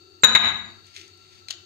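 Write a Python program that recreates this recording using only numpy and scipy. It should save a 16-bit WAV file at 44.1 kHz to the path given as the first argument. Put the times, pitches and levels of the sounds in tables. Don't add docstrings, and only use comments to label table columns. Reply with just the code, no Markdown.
import sys
import numpy as np
from scipy import signal
from scipy.fft import rfft, irfft
from scipy.io import wavfile

SR = 44100
rng = np.random.default_rng(int(sys.argv[2]) if len(sys.argv) > 2 else 0)


def amplitude_ratio(level_db):
    exponent = np.asarray(level_db, float) / 20
    return 10 ** exponent


def inscribe(sig):
    pcm = np.round(np.clip(np.atleast_2d(sig).T, -1, 1) * 32767)
    wavfile.write(sys.argv[1], SR, pcm.astype(np.int16))


N = 72765

# start_s, peak_db, high_modes_db, thud_db, left_right_db
CONTACTS = [
    (0.235, -0.5, 4.5, 7.5, -2.5),
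    (0.2428, 0.5, -10.5, -5, 11),
    (.3505, 12.5, -11.5, 1, -4.5),
    (0.358, 15, -30.5, -5.5, 5),
]
# pitch_hz, level_db, t60_s, left_right_db
BOWL_MODES = [(1671, -15.5, 0.057, -4.5), (2081, -35, 0.032, -7), (3642, -29, .07, 27),
              (3809, -2.5, 0.08, 3), (3945, -19.5, 0.27, -7.5), (4020, -22.5, 0.053, 7.5),
              (6734, -14.5, 0.02, -18.5), (6955, -8, 0.11, -5.5), (10360, -36.5, .15, -5),
              (11740, -41, .05, -13), (12800, -42.5, .06, 1.5), (13990, -40.5, 0.068, -2.5)]
# pitch_hz, level_db, t60_s
PAN_MODES = [(109.6, -25.5, .03), (224.6, -25, 0.093), (368, -21.5, 0.017), (512, -26, 0.033),
             (822, -21, .02), (1264, -18.5, 0.021)]
# pitch_hz, density_db_per_hz
CRACK_TONE = [(100, -12), (600, -14), (1100, -5), (2000, -3), (3300, -11.5), (5400, -25.5), (6600, -15.5),
              (8500, -40)]
HIGH_MODE_HZ, CONTACT_S = 5000, 0.0098
CRACK_DB, CRACK_S, CRACK_FRONT_DB = 7, 0.0023, 12
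GRAZE_S, GRAZE_HZ, GRAZE_DB, GRAZE_T60_S, GRAZE_LEFT_RIGHT_DB = .2228, 7500, -25.5, 0.022, -21.5

# start_s, level_db
RUSTLE_LEVEL = [(0.621, -55.5), (.84, -61), (.87, -45.5), (.93, -48), (0.962, -33.5), (1.032, -40.5),
                (1.091, -52), (1.14, -56), (1.258, -53), (1.33, -44.5), (1.39, -48), (1.46, -67),
                (1.498, -62), (1.56, -70.5), (1.65, -72)]
# pitch_hz, density_db_per_hz
RUSTLE_TONE = [(880, -53), (1500, -13), (2150, -5.5), (2330, -6), (3990, -6.5), (6620, -10), (9790, -25),
               (15500, -34.5)]
CRACKLES_PER_S, RUSTLE_DB, CRACKLE_SPREAD_DB = 3800, -7.5, 1.5
# start_s, peak_db, length_s
POD_SNAPS = [
    (.948, -63, 0.0026),
    (.9635, -26, .002),
    (.978, -32, 0.0026),
    (1.0128, -35.5, 0.0044),
]
# start_s, peak_db, length_s
EDGE_TICKS = [
    (.8657, -45, .004),
    (1.078, -47, .005),
    (1.174, -48, .003),
]
# pitch_hz, density_db_per_hz
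EDGE_TONE = [(3000, -30), (5500, 0), (7500, -2), (10000, -14), (15000, -22)]
# start_s, peak_db, length_s
LEAF_DROP = [
    (1.4848, -20.5, 0.0023),
    (1.493, -33, 0.0038),
    (1.5015, -31.5, 0.0045),
    (1.505, -17, 0.0013),
    (1.5075, -14, 0.0027),
    (1.5145, -26, 0.0021),
    (1.519, -32, 0.0014),
    (1.526, -30, 0.0023),
    (1.537, -35.5, .004),
    (1.553, -47, 0.00207),
]
# pitch_hz, density_db_per_hz
LEAF_TONE = [(300, -25), (1500, -16), (2870, -4), (4350, -0.5), (5360, -11), (6850, -6), (8400, -18.5),
             (15500, -35.5)]

# pitch_hz, t60_s
ROOM_T60 = [(100, 0.66), (400, 0.46), (1500, 0.44), (4000, 0.39), (7000, 0.44), (12000, .35)]
# pitch_hz, level_db
ROOM_TONE = [(100, 2.5), (400, 1.5), (1500, 5), (4000, 1.5), (5500, -4), (6800, -2), (8800, -13),
             (13000, -6.5)]
ROOM_DB, ROOM_RISE_S, LEAF_ROOM_DB = -26, 0.0027, -40

# pitch_hz, density_db_per_hz
AIR_TONE = [(25, -26), (84, -5), (368, -13.5), (495, -21), (2060, -20.5), (4500, -24), (7500, -21.5),
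            (10500, -41.5)]
# pitch_hz, width_hz, rms_db, left_right_likeness, flame_share
HUM_BANDS = [(89, 14, -62, .3, 0.1093), (359, 60, -56, 1, 1), (750, 60, -74, 0.98, .1),
             (1348, 50, -59.5, .5, .1), (2740, 150, -64, .5, .1), (3800, 390, -60.5, .5, 0.092),
             (4500, 300, -54, 0.38, 0.11), (6400, 300, -67.5, .5, .1), (14800, 1600, -74.5, .3, 0.11)]
# time_s, level_db
FLAME_SWELL = [(0, 2.5), (.2, 2.5), (.85, -2.5), (.95, -15), (1.0, 4), (1.15, -2), (1.2, -8.5), (1.45, -4),
               (1.65, -0.5)]
AIR_DB = -58.5
MOTOR_HZ, MOTOR_DB, MOTOR_WAVER_DB = 96.5, -60, 1.5

# pitch_hz, left_right_db
PORT_BALANCE = [(60, 0.5), (200, 4), (700, 9.5), (1650, 4.5), (3850, 10.5), (5000, 7.5), (7000, 2.5),
                (15000, 7)]
# time_s, gain_db
GAIN_CONTROL = [(0.244, -5.5), (0.261, -15.5), (0.312, -10.5), (0.346, -12.5), (0.365, -18.5), (0.38, -27),
                (0.471, -12), (.57, -10.5), (.7, -4)]
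LEFT_LAG_SAMPLES, CLIP_HARDNESS, CUTOFF_HZ = 20, 12, 15400


def rms_one(x):
    return x / np.sqrt(np.mean(x ** 2) + 1e-20)


def at_hz(points, hz):
    table = np.array(points)
    return np.interp(np.log(hz + 1e-9), np.log(table[:, 0]), table[:, 1])


def colour(x, points):
    size = 2048
    log_gain = at_hz(points, np.fft.rfftfreq(size, 1 / SR)) * np.log(10) / 20
    cepstrum = irfft(log_gain)
    cepstrum[1:size // 2] *= 2
    cepstrum[size // 2 + 1:] = 0
    impulse = irfft(np.exp(rfft(cepstrum)))
    impulse = impulse.reshape((1,) * (x.ndim - 1) + (-1,))
    return signal.fftconvolve(x, impulse, axes=-1)[..., :x.shape[-1]]


def drift(rate_hz):
    pole = np.exp(-80 * np.pi * rate_hz / SR)
    noise = rng.standard_normal(N // 40 + 2002)
    slow = signal.lfilter([1], [1, -2 * pole, pole * pole], noise)[2000:]
    return np.interp(np.arange(N) / 40, np.arange(len(slow)), rms_one(slow))


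def ring(clicks, hz, t60):
    radius, angle = amplitude_ratio(-60 / (max(t60, .002) * SR)), 2 * np.pi * hz / SR
    poles = [1, -2 * radius * np.cos(angle), radius * radius]
    return signal.lfilter([0, np.sin(angle)], poles, clicks + 1e-18)


def struck(clicks, hz, t60, contact_s):
    return ring(clicks, hz, t60) - ring(clicks, hz, contact_s)


def sides(db):
    return amplitude_ratio(np.array([db / 2, -db / 2]))


def burst(start_s, db, length_s, noise):
    t = np.arange(N) / SR - start_s
    decay = np.exp(-np.maximum(t, 0) / max(length_s, 3e-4))
    return amplitude_ratio(db) * noise * (t >= 0) * decay


def bowl():
    start_s, peak_db, high_db, thud_db, pan_db = np.transpose(CONTACTS)
    at = (start_s * SR).astype(int)
    out = np.zeros((2, N))
    modes = []
    for hz, level_db, t60, side_db in BOWL_MODES:
        modes.append((hz, level_db + high_db * (hz > HIGH_MODE_HZ), t60, side_db))
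    for hz, level_db, t60 in PAN_MODES:
        modes.append((hz, level_db + thud_db, t60, 0))
    luck = rng.normal(0, 1, (len(at), len(modes), 2))
    for k, (hz, level_db, t60, side_db) in enumerate(modes):
        strength = amplitude_ratio(peak_db + level_db + 1.3 * luck[:, k, 0])
        clicks = np.zeros((2, N))
        clicks[:, at] = strength * sides(pan_db + side_db + 4.5 * luck[:, k, 1])
        out += struck(clicks, hz, t60, min(CONTACT_S, t60 / 2))

    graze = np.zeros((2, N))
    graze[:, int(GRAZE_S * SR)] = amplitude_ratio(GRAZE_DB) * sides(GRAZE_LEFT_RIGHT_DB)
    out += struck(graze, GRAZE_HZ, GRAZE_T60_S, CONTACT_S)

    noise = rng.standard_normal(N) + .5 * rng.standard_normal((2, N))
    crack_db = peak_db + thud_db + CRACK_DB
    crack = sum(burst(s, db, CRACK_S, noise) for s, db in zip(start_s, crack_db))
    crack[:, at] += amplitude_ratio(crack_db + CRACK_FRONT_DB)
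    return out + colour(crack, CRACK_TONE)


def rustle():
    start_s, level_db = np.transpose(RUSTLE_LEVEL)
    pressure_db = np.interp(np.arange(N) / SR, start_s, level_db, left=-120)
    level = amplitude_ratio(pressure_db + RUSTLE_DB + 0.83 * drift(25))
    sizes = amplitude_ratio(CRACKLE_SPREAD_DB * np.minimum(rng.exponential(1, N), 5)) * rng.choice([-1, 1], N)
    born = rng.random(N) < CRACKLES_PER_S / SR
    crackles = sizes * born * sides(rng.choice([-6, 6], N))
    return level * rms_one(colour(crackles, RUSTLE_TONE))


def leaves():
    out = rustle()
    noise = rng.standard_normal(N)
    for events, tone in ((POD_SNAPS, RUSTLE_TONE), (EDGE_TICKS, EDGE_TONE), (LEAF_DROP, LEAF_TONE)):
        bursts = sum(burst(s, db - 4, length_s, noise) for s, db, length_s in events)
        hits = colour(bursts, tone) / np.std(colour(noise, tone))
        out = out + hits * sides(3.7)[:, None]
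    return out


def kitchen(x):
    t = np.arange(SR) / SR
    edges = 60 * 2 ** np.arange(0, 8.1, .5)
    white, tail = rng.standard_normal((2, 2, SR)), 0
    for k, (low, high) in enumerate(zip(edges, edges[1:])):
        band_filter = signal.butter(2, [low, high], "band", fs=SR, output="sos")
        band = signal.sosfilt(band_filter, white[k % 2])
        tail = tail + band * amplitude_ratio(-60 * t / at_hz(ROOM_T60, np.sqrt(low * high)))
    response = colour(tail, ROOM_TONE) * (1 - np.exp(-t / ROOM_RISE_S))
    return signal.fftconvolve(x[None], response, axes=-1)[:, :N]


def background():
    air = colour(rng.standard_normal((2, N + 2048)), AIR_TONE)[:, 2048:]
    out = amplitude_ratio(AIR_DB) * rms_one(air)
    t = np.arange(N) / SR
    motor_level = amplitude_ratio(MOTOR_DB + MOTOR_WAVER_DB * drift(6))
    out += motor_level * np.sin(2 * np.pi * MOTOR_HZ * t + .4 * drift(1.2))

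    flame_db = np.interp(t, *np.transpose(FLAME_SWELL))
    for hz, width_hz, db, alike, flame_share in HUM_BANDS:
        radius = np.exp(-np.pi * width_hz / SR)
        poles = [1, -2 * radius * np.cos(2 * np.pi * hz / SR), radius * radius]
        band = rng.standard_normal((2, N + SR // 4))
        for _ in range(2):
            band = signal.lfilter([1, 0, -1], poles, band)
        mid, side = rms_one(band[:, SR // 4:])
        alike = np.clip(alike, -1, 1)
        stereo = np.sqrt(1 + alike) * mid + np.sqrt(1 - alike) * side * [[1], [-1]]
        out += amplitude_ratio(db + flame_share * flame_db) * stereo / np.sqrt(2)
    return out


def scene():
    knocks, crackle = bowl(), leaves()
    room = kitchen(amplitude_ratio(ROOM_DB) * knocks.mean(axis=0) + amplitude_ratio(LEAF_ROOM_DB) * crackle[0])
    return knocks + crackle + room + background()


def top_cut(x):
    return signal.sosfilt(signal.butter(12, 20000, fs=SR, output="sos"), x)


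def record(dry):
    left = [(hz, db / 2) for hz, db in PORT_BALANCE]
    right = [(hz, -db / 2) for hz, db in PORT_BALANCE]
    x = np.array([colour(dry[0], left), colour(dry[1], right)])
    lag = LEFT_LAG_SAMPLES
    x = np.pad(x, [(0, 0), (lag, lag)], mode="reflect")
    x = np.array([x[0, lag // 2:][:N], x[1, 3 * lag // 2:][:N]])
    x = signal.sosfilt(signal.butter(2, 45, "high", fs=SR, output="sos"), x)
    time_s, gain_db = np.transpose(GAIN_CONTROL)
    x = x * amplitude_ratio(np.interp(np.arange(N) / SR, time_s, gain_db))
    x = x / (1 + np.abs(x) ** CLIP_HARDNESS) ** (1 / CLIP_HARDNESS)
    x = signal.sosfilt(signal.ellip(8, .5, 50, CUTOFF_HZ, fs=SR, output="sos"), x)
    return top_cut(x)


dry = scene()
out = record(dry)
inscribe(out)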